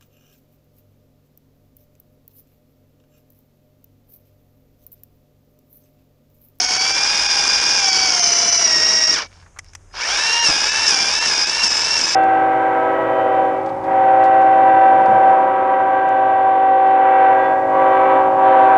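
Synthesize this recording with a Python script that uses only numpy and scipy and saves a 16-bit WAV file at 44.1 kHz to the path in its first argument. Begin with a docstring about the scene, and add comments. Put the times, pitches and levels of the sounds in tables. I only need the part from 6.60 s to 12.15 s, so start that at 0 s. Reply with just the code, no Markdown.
"""A chainsaw rasps and whines through a log, stops, clicks a few times and cuts again, over faint outdoor air.
Drive: sines at multiples of the shaft speed, which sags under load: one long lean, then five short pushes.
Chain: noise pulsed by each passing link, filtered by the wood and the steel guide bar.
Stopped saw: filtered noise bursts for clicks, knocks and drags; a ringing sine at the brake, a whistle at the start."""
import sys
import numpy as np
from scipy.fft import rfft, irfft, next_fast_len
from scipy.io import wavfile
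from scipy.ndimage import uniform_filter1d, minimum_filter1d, map_coordinates

SR = 44100
rng = np.random.default_rng(int(sys.argv[2]) if len(sys.argv) > 2 else 0)


def to_wav(s):
    """Save 16-bit WAV."""
    ch = np.atleast_2d(s).T  # columns
    pcm = np.round(np.clip(ch, -1, 1) * 32767)  # PCM
    wavfile.write(sys.argv[1], SR, pcm.astype(np.int16))


N = 244736

# Response of the wood. Each row: frequency in Hz, relative level in dB.
WOOD_SPECTRUM = [(210, -34), (350, -15.5), (575, -7), (794, -5), (954, 0), (1150, -5), (1520, -2),
                 (1840, -4.5), (2030, -7.5), (2280, 1), (2570, -10.5), (2770, -3), (3120, -7.5), (4270, -8),
                 (4600, -3), (5980, -32), (10100, -120)]
# Response of the steel guide bar. Each row: frequency in Hz, relative level in dB.
BAR_SPECTRUM = [(2470, -42.5), (4200, -32), (4290, -19), (4430, -22), (4780, -1), (5500, 3.5), (6160, -6),
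                (6410, -8.5), (7570, -20.5), (8010, -32.5), (9450, -36), (11000, -52), (14300, -82),
                (22000, -120)]
# Slow level drift as the bar moves through the log.
# Each row: time in s, then base levels in dB of rasp, bar ring, thud and drive tones.
CUT_LEVELS = [(0, -27, -19, -41.5, 0), (.6, -24.5, -21, -44, 0), (1.25, -25.5, -17.5, -40, 1.5),
              (2.5, -27.5, -19.5, -39.5, 0), (3.5, -22.5, -19.5, -42, 0), (3.85, -24.5, -22, -41.5, 1),
              (4.4, -24.5, -19.5, -39.5, .5), (5, -26, -22.5, -43, -2), (5.55, -26, -21, -40, -2.5)]

TURNS_PER_LAP = 6  # shaft turns per lap of the chain
RELEASE_AT_S, PULL_AT_S = 2.54, 3.32  # trigger let go, trigger pulled again


def amp(db):
    """Decibels to gain."""
    return 10 ** (np.asarray(db) / 20)


def unit(x):
    """Scale to rms 1."""
    return x / np.sqrt(np.mean(x ** 2) + 1e-20)


def curves(rows):
    """One value per sample for each column after the time."""
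    s, *cols = np.transpose(rows)
    return [np.interp(np.arange(N) / SR, s, c) for c in cols]


def wobble(rate_hz):
    """Smooth random curve with rate_hz knots a second."""
    knots = rng.standard_normal(int(N * rate_hz / SR) + 4)
    return map_coordinates(knots, [np.arange(N) * rate_hz / SR])


def body(x, spectrum):
    """Ring x through a minimum-phase filter with the given (Hz, dB) points."""
    m = 2 * next_fast_len(N)
    f, db = np.transpose(spectrum)
    gain = amp(np.interp(np.log(np.fft.rfftfreq(m, 1 / SR) + 1), np.log(f), db))
    cepstrum = irfft(np.log(np.maximum(gain, 1e-6)))
    # fold onto positive time: causal response
    cepstrum[1:m // 2] *= 2
    cepstrum[m // 2 + 1:] = 0
    response = np.exp(rfft(cepstrum))
    return irfft(rfft(x, m) * response, m)[:N]


def scrape(push, spectrum, grit_db):
    """Gritty friction noise of rms 1 that follows a force and rings a body."""
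    grit = amp(grit_db * wobble(1500))
    return unit(body(push * grit * rng.standard_normal(N), spectrum))


def outdoors():
    """Low rumble and faint drifting hiss of the open air, and a distant hum."""
    # Rumble. Each row: frequency in Hz, relative level in dB.
    air_spectrum = [(12, -20.5), (20, -10.5), (40, 3.5), (59, -11), (70, -3.5), (92, 2.5), (104, -18),
                    (114, -17), (172, -12.5), (195, -51.5), (600, -38.5), (780, -78.5), (1320, -120)]
    # Hiss of the surroundings. Each row: frequency in Hz, relative level in dB.
    hiss_spectrum = [(200, 6.5), (700, 3), (1700, -2.5), (3000, -10), (4300, -17), (6500, 0), (8000, -11.5),
                     (9200, -10.5), (11500, -27), (13500, -31)]
    hum = unit(np.sin(2 * np.pi * 86 * np.arange(N) / SR + .4 * wobble(5.7)))
    drift = amp(1.5 * wobble(10))
    hiss = drift * unit(body(rng.standard_normal(N), hiss_spectrum))
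    rumble = unit(body(rng.standard_normal(N), air_spectrum))
    return amp(-49) * rumble + amp(-65) * hum + amp(-57.5) * hiss


def knocks():
    """The plastic body bumps the log as the saw is shifted: dull decaying noise bursts."""
    # Each row: start in s, relative level in dB.
    knock_rows = [(2.824, -37), (2.861, -37.5), (2.876, -56), (2.96, -35.5), (2.97, -34), (3.31, -43),
                  (3.34, -22.5)]
    shell_spectrum = [(300, -19), (900, 0), (1800, 0), (3000, -19), (6000, -27), (12000, -44)]  # Hz, dB
    rise_s, t60_s = .003, .054
    t = np.arange(N) / SR
    blows = sum(np.clip((t - s) / rise_s, 0, 1) * amp(db - 60 * np.abs(t - s) / t60_s)
                for s, db in knock_rows)
    return amp(-6) * blows * unit(body(rng.standard_normal(N), shell_spectrum))


def clicks():
    """The slack, still chain clicks against the bar: noise bursts with instant onset and fast decay."""
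    # Each row: start in s, relative level in dB, 60 dB decay time in s.
    click_rows = [(2.9882, -17, 0.029), (2.991, -22.5, 0.02), (3.045, -29.5, 0.0063), (3.134, -30, 0.027),
                  (3.1511, -18, 0.024), (3.154, -39, 0.018)]
    # Each row: frequency in Hz, relative level in dB.
    clack_spectrum = [(240, -56.5), (400, -36), (659, -13), (932, -16.5), (1210, -8), (1470, -15),
                      (1920, -4), (4660, -26), (4990, -9), (5820, -5.5), (11000, -29.5), (14300, -66),
                      (22000, -120)]
    t = np.arange(N) / SR
    blows = sum((t >= s) * amp(db - 60 * np.abs(t - s) / t60_s) for s, db, t60_s in click_rows)
    return amp(-8.5) * blows * unit(body(rng.standard_normal(N), clack_spectrum))


def drags():
    """The stopped chain rubs the kerf as the saw is drawn back, and faintly rings the bar."""
    # Each row: centre in s, half-width in s, rasp level in dB, bar ring level in dB.
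    drag_rows = [(2.76, .09, -55.5, -58), (3.085, .045, -61, -56)]
    t = np.arange(N) / SR
    wood = scrape(1, WOOD_SPECTRUM, grit_db=6)
    bar = scrape(1, BAR_SPECTRUM, grit_db=5.5)
    return sum(np.exp(-((t - s) / width_s) ** 2) * (amp(rasp_db) * wood + amp(ring_db) * bar)
               for s, width_s, rasp_db, ring_db in drag_rows)


def snags():
    """A cutter caught in the wood jolts the log: a low noise swell."""
    # Each row: centre in s, level in dB, half-width in s.
    snag_rows = [(3.896, -21.5, 0.014)]
    log_spectrum = [(60, -11), (170, -12), (700, -6), (2000, -18), (8000, -67)]  # Hz, dB
    t = np.arange(N) / SR
    jolt = sum(amp(db) * np.exp(-((t - s) / width_s) ** 2) for s, db, width_s in snag_rows)
    return jolt * unit(body(rng.standard_normal(N), log_spectrum))


def starter():
    """The controller chops the current at a fixed rate until the motor gets going: a short whistle."""
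    # One row: time of the peak in s, peak level in dB, rise and fall time constants in s.
    whistle = (3.385, -30, .022, .03)
    t = np.arange(N) / SR
    s, db, rise_s, fall_s = whistle
    swell = np.exp(-np.maximum((s - t) / rise_s, (t - s) / fall_s))
    return amp(db) * swell * np.sin(2 * np.pi * 5050 * t + .3 * wobble(120))


def brake():
    """The chain stops with a jerk and the housing's main mode rings out: a decaying sine."""
    rise_s, t60_s = .011, .11
    t = np.arange(N) / SR - 2.615
    swell = np.clip(t / rise_s, 0, 1) * amp(-24 - 60 * np.abs(t) / t60_s)
    return swell * np.sin(2 * np.pi * 2290 * t + .5 * wobble(120))


def spin():
    """Share of running speed: the brake stops the chain evenly, the motor brings it back fast and levels off."""
    brake_s, spin_up_s = .14, .17
    t = np.arange(N) / SR
    stopping = np.clip(1 - (t - RELEASE_AT_S) / brake_s, 0, 1)
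    starting = np.tanh(np.maximum(t - PULL_AT_S, 0) / spin_up_s)
    return stopping + starting


def braking():
    """0 in the first cut, rising to 1 as the brake takes hold, 0 again once the trigger is pulled."""
    return (np.arange(N) / SR < PULL_AT_S) * np.minimum(3 * (1 - spin()), 1)


def load(free_speed_hz):
    """The hand's pressure: speed lost in turns/s, grip of the cutters (0-1), accent of each first bite in dB."""
    # First cut, one long lean. Each row: time in s, shaft speed in turns/s before braking.
    lean_rows = [(0, 66.8), (.17, 68), (.27, 70.6), (.55, 75.1), (.82, 73.7), (1.16, 74.2), (1.33, 68.6),
                 (1.45, 69.4), (1.61, 64.2), (1.73, 62.65), (1.98, 61.9), (2.11, 57.6), (2.21, 56.7),
                 (2.31, 58.3), (2.54, 57.5)]
    # Second cut, rocked in with short pushes. Each row: start in s, length in s, easing-off time constant
    # in s, speed lost in turns/s, first bite accent in dB.
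    push_rows = [(3.836, 0.16, .24, 10.15, 6), (4.265, .215, .09, 12, 6.5), (4.649, .2, .1, 9.6, 2.5),
                 (5.021, .2, .13, 6.7, 5.5), (5.356, 0.23, .13, 6.64, 3)]
    catch_s, bite_s, sag_s = .017, .064, .085  # cutters catch, first bite fades, shaft slows
    t = np.arange(N) / SR
    leaning = t < PULL_AT_S
    grip = leaning * spin() ** 2  # the cutters let go as the chain slows
    sag_hz = leaning * (free_speed_hz - curves(lean_rows)[0])
    bite_db = np.zeros(N)
    for s, length_s, ease_s, lost_hz, db in push_rows:
        age_s = np.maximum(t - s, 0)
        held = np.exp(-np.maximum(age_s - length_s, 0) / ease_s)
        caught = np.minimum(age_s / catch_s, 1)
        sag_hz = sag_hz + lost_hz * np.minimum(age_s / sag_s, 1) * held
        grip = np.maximum(grip, caught * held)
        bite_db = bite_db + db * caught * np.exp(-(age_s / bite_s) ** 2)
    return sag_hz, grip, bite_db


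def bites(turns, worn_db, chance_db, sway_db, fade_db):
    """Force of the chain: each link strikes and fades; uneven cutters come round again every lap."""
    links_per_turn = 6
    link, age = np.divmod(turns * links_per_turn, 1)  # age: 0-1 within a link
    link = link.astype(int)
    cutters = rng.permutation(np.linspace(-2, 2, links_per_turn * TURNS_PER_LAP))
    fibres = rng.standard_normal(N)
    sway = np.sin(2 * np.pi * turns)  # the sprocket tightens the chain once a turn
    worn = worn_db * cutters[link % len(cutters)]
    return unit(amp(worn + chance_db * fibres[link] + sway_db * sway - fade_db * age))


def chain(turns, grip, bite_db):
    """Cutters tear the wood and fling dust; the links slap in the bar's groove, hardest at one point of each lap."""
    # Thud of the log. Each row: frequency in Hz, relative level in dB.
    thud_spectrum = [(60, -40.5), (110, -13.5), (165, -0.5), (235, -0.5), (330, 2), (480, 2), (700, -28),
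                     (1200, -77)]
    # Sawdust flung off the chain. Each row: frequency in Hz, relative level in dB.
    spray_spectrum = [(3000, -32), (6200, 1), (7000, 0.5), (8200, -6.5), (9500, -5.5), (11000, -24),
                      (14000, -54), (22000, -100)]
    # Moments at which the cutting noise dips briefly, in s.
    dip_times = [.075, .19, .335, .68, 1.312, 1.615, 1.91, 1.975, 2.465, 3.81, 4.108, 4.6, 4.855, 5.09]
    ring_light_db, thud_light_db = -1.5, -7  # change when the chain runs light
    rasp_db, ring_db, thud_db, _ = curves(CUT_LEVELS)
    force = bites(turns, worn_db=1.5, chance_db=-0.24, sway_db=1.5, fade_db=6.5)
    stiff_link = amp(3 * np.sin(np.pi * turns / TURNS_PER_LAP) ** 40)
    chatter = amp(0.45 * wobble(130))  # the bar shudders in the kerf
    slap = stiff_link * chatter * bites(turns, worn_db=1.24, chance_db=-1.1, sway_db=2, fade_db=4)
    moving = spin() > 0
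    force, slap = moving * force, moving * slap
    jerk_db = 4.5 * braking()  # clatter as the brake jerks the chain

    thud_db = thud_db + thud_light_db * (1 - grip) + .8 * bite_db + jerk_db + 1.1 * wobble(12)
    thud = amp(thud_db) * scrape(force, thud_spectrum, grit_db=1)
    rasp = amp(rasp_db - 0.67 + .3 * bite_db + jerk_db) * scrape(force, WOOD_SPECTRUM, grit_db=1.5)
    spray = amp(rasp_db - 10.5 + 1.3 * bite_db) * spin() * scrape(force, spray_spectrum, grit_db=.5)
    ring_gain = amp(ring_db + ring_light_db * (1 - grip) + bite_db) * spin() ** .3
    ring = ring_gain * scrape(slap, BAR_SPECTRUM, grit_db=1.6)

    dip = sum(np.exp(-((np.arange(N) / SR - s) / .009) ** 2) for s in dip_times)
    return amp(-11 * dip) * (thud + rasp + spray) + amp(-4 * dip) * ring


def tone(turns, order, flutter_db, blur_rad):
    """One multiple of the shaft speed, shaken in level and phase by the chain."""
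    phase = 2 * np.pi * (order * turns + rng.random()) + blur_rad * wobble(140)
    return unit(amp(flutter_db * wobble(90)) * np.sin(phase))


def drive(turns, grip, bite_db):
    """Motor and gear tones: the strongest swell under load, and wherever they cross a resonance."""
    # Strongest tones. Each row: shaft order, change when running light in dB, flutter in dB, phase blur in rad.
    motor_tones = [(11, -1, 3.5, .2), (33, -1, 2.5, .44), (66, -8, 4, .8), (96, -12, 3, 1.05),
                   (144, -20, 2, .7)]
    # Resonances the strongest tones glide through. Each row: frequency in Hz, gain in dB.
    resonances = [(400, -50.5), (620, -38), (690, -31), (780, -32), (870, -39.5), (905, -40.5), (935, -26),
                  (1500, -29), (1880, -26.5), (2060, -41.5), (2300, -26.5), (2570, -31.5), (2800, -20.5),
                  (3750, -35.5), (4100, -34.5), (4350, -37), (4570, -21), (4730, -29.5), (4900, -22),
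                  (5250, -24), (5550, -16), (6000, -18.5), (6350, -26.5), (7100, -54.5), (7550, -34.5),
                  (8200, -51), (9000, -43.5), (10000, -54), (12000, -78.5)]
    # Weaker tones, which follow the rasp level. Each row: shaft order, relative level in dB.
    overtones = [(20, -26), (21, -14.5), (22, -13), (30, -19), (32, -22), (36, -19), (37, -15.5), (38, -16),
                 (44, -11.5), (48, -7.5), (55, -20), (73, -19), (77, -14), (88, -14), (97, -23.5),
                 (99, -15)]
    # Plastic housing, passing the weaker tones. Each row: frequency in Hz, gain in dB.
    housing = [(400, -11.5), (1250, -9.5), (1550, 1), (1780, 3.5), (2020, -6.5), (2280, 2.5), (2550, -3.5),
               (2800, -3.5), (3550, -3), (4100, -6), (4400, -14), (5400, 0.5), (6300, -3.5), (6900, -9.5),
               (9000, -47)]
    mesh_offset_db, mesh_light_db, mesh_brake_db = 1.5, 2, 5  # against the rasp; running light; braking
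    rasp_db, _, _, tones_db = curves(CUT_LEVELS)
    low, mid, high, gear, top = [amp(light_db * (1 - grip)) * tone(turns, order, flutter_db, blur_rad)
                                 for order, light_db, flutter_db, blur_rad in motor_tones]
    # the lowest tone throbs twice each lap of the chain
    throb = unit(amp(3 * np.sin(2 * np.pi * turns * 2 / TURNS_PER_LAP)))
    # the gear meshes tighter once a turn
    runout = unit(amp(1.4 * np.sin(2 * np.pi * turns) + 1.5 * wobble(400)))
    strong = amp(tones_db) * (throb * low + mid) + amp(0.36 * bite_db) * high + runout * gear + top
    whine = body(strong, resonances)

    mesh_db = rasp_db + tones_db + mesh_offset_db + mesh_light_db * (1 - grip)
    mesh_db = mesh_db + mesh_brake_db * braking() + 0.32 * bite_db
    weak = sum(amp(db) * tone(turns, order, flutter_db=2.8, blur_rad=.45) for order, db in overtones)
    return whine + body(amp(mesh_db) * weak, housing)


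def scene():
    """One shaft drives the tones and the chain; its speed sags with the load and trembles."""
    free_speed_hz = 85.6  # shaft turns/s with no load
    sag_hz, grip, bite_db = load(free_speed_hz)
    speed_hz = spin() * (free_speed_hz - sag_hz) * (1 + 0.00204 * wobble(35))
    turns = np.cumsum(speed_hz) / SR
    # loudness grows as a power of the speed while the chain starts or stops
    saw = spin() ** 1.08 * (drive(turns, grip, bite_db) + chain(turns, grip, bite_db))
    return (saw + starter() + brake() + snags() + drags() + clicks() + knocks() + outdoors())[None]


def record(dry):
    """A fast limiter holds the loudest peaks down, and nothing is kept above the band limit."""
    top_hz = 13500
    needed = np.minimum(1, amp(-2.5) / (np.abs(dry) + 1e-9))
    held = dry * uniform_filter1d(minimum_filter1d(needed, size=120), size=120)
    m = next_fast_len(N + SR // 2)
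    return irfft(rfft(held, m) * (np.fft.rfftfreq(m, 1 / SR) < top_hz), m)[..., :N]


dry = scene()
out = record(dry)
to_wav(out)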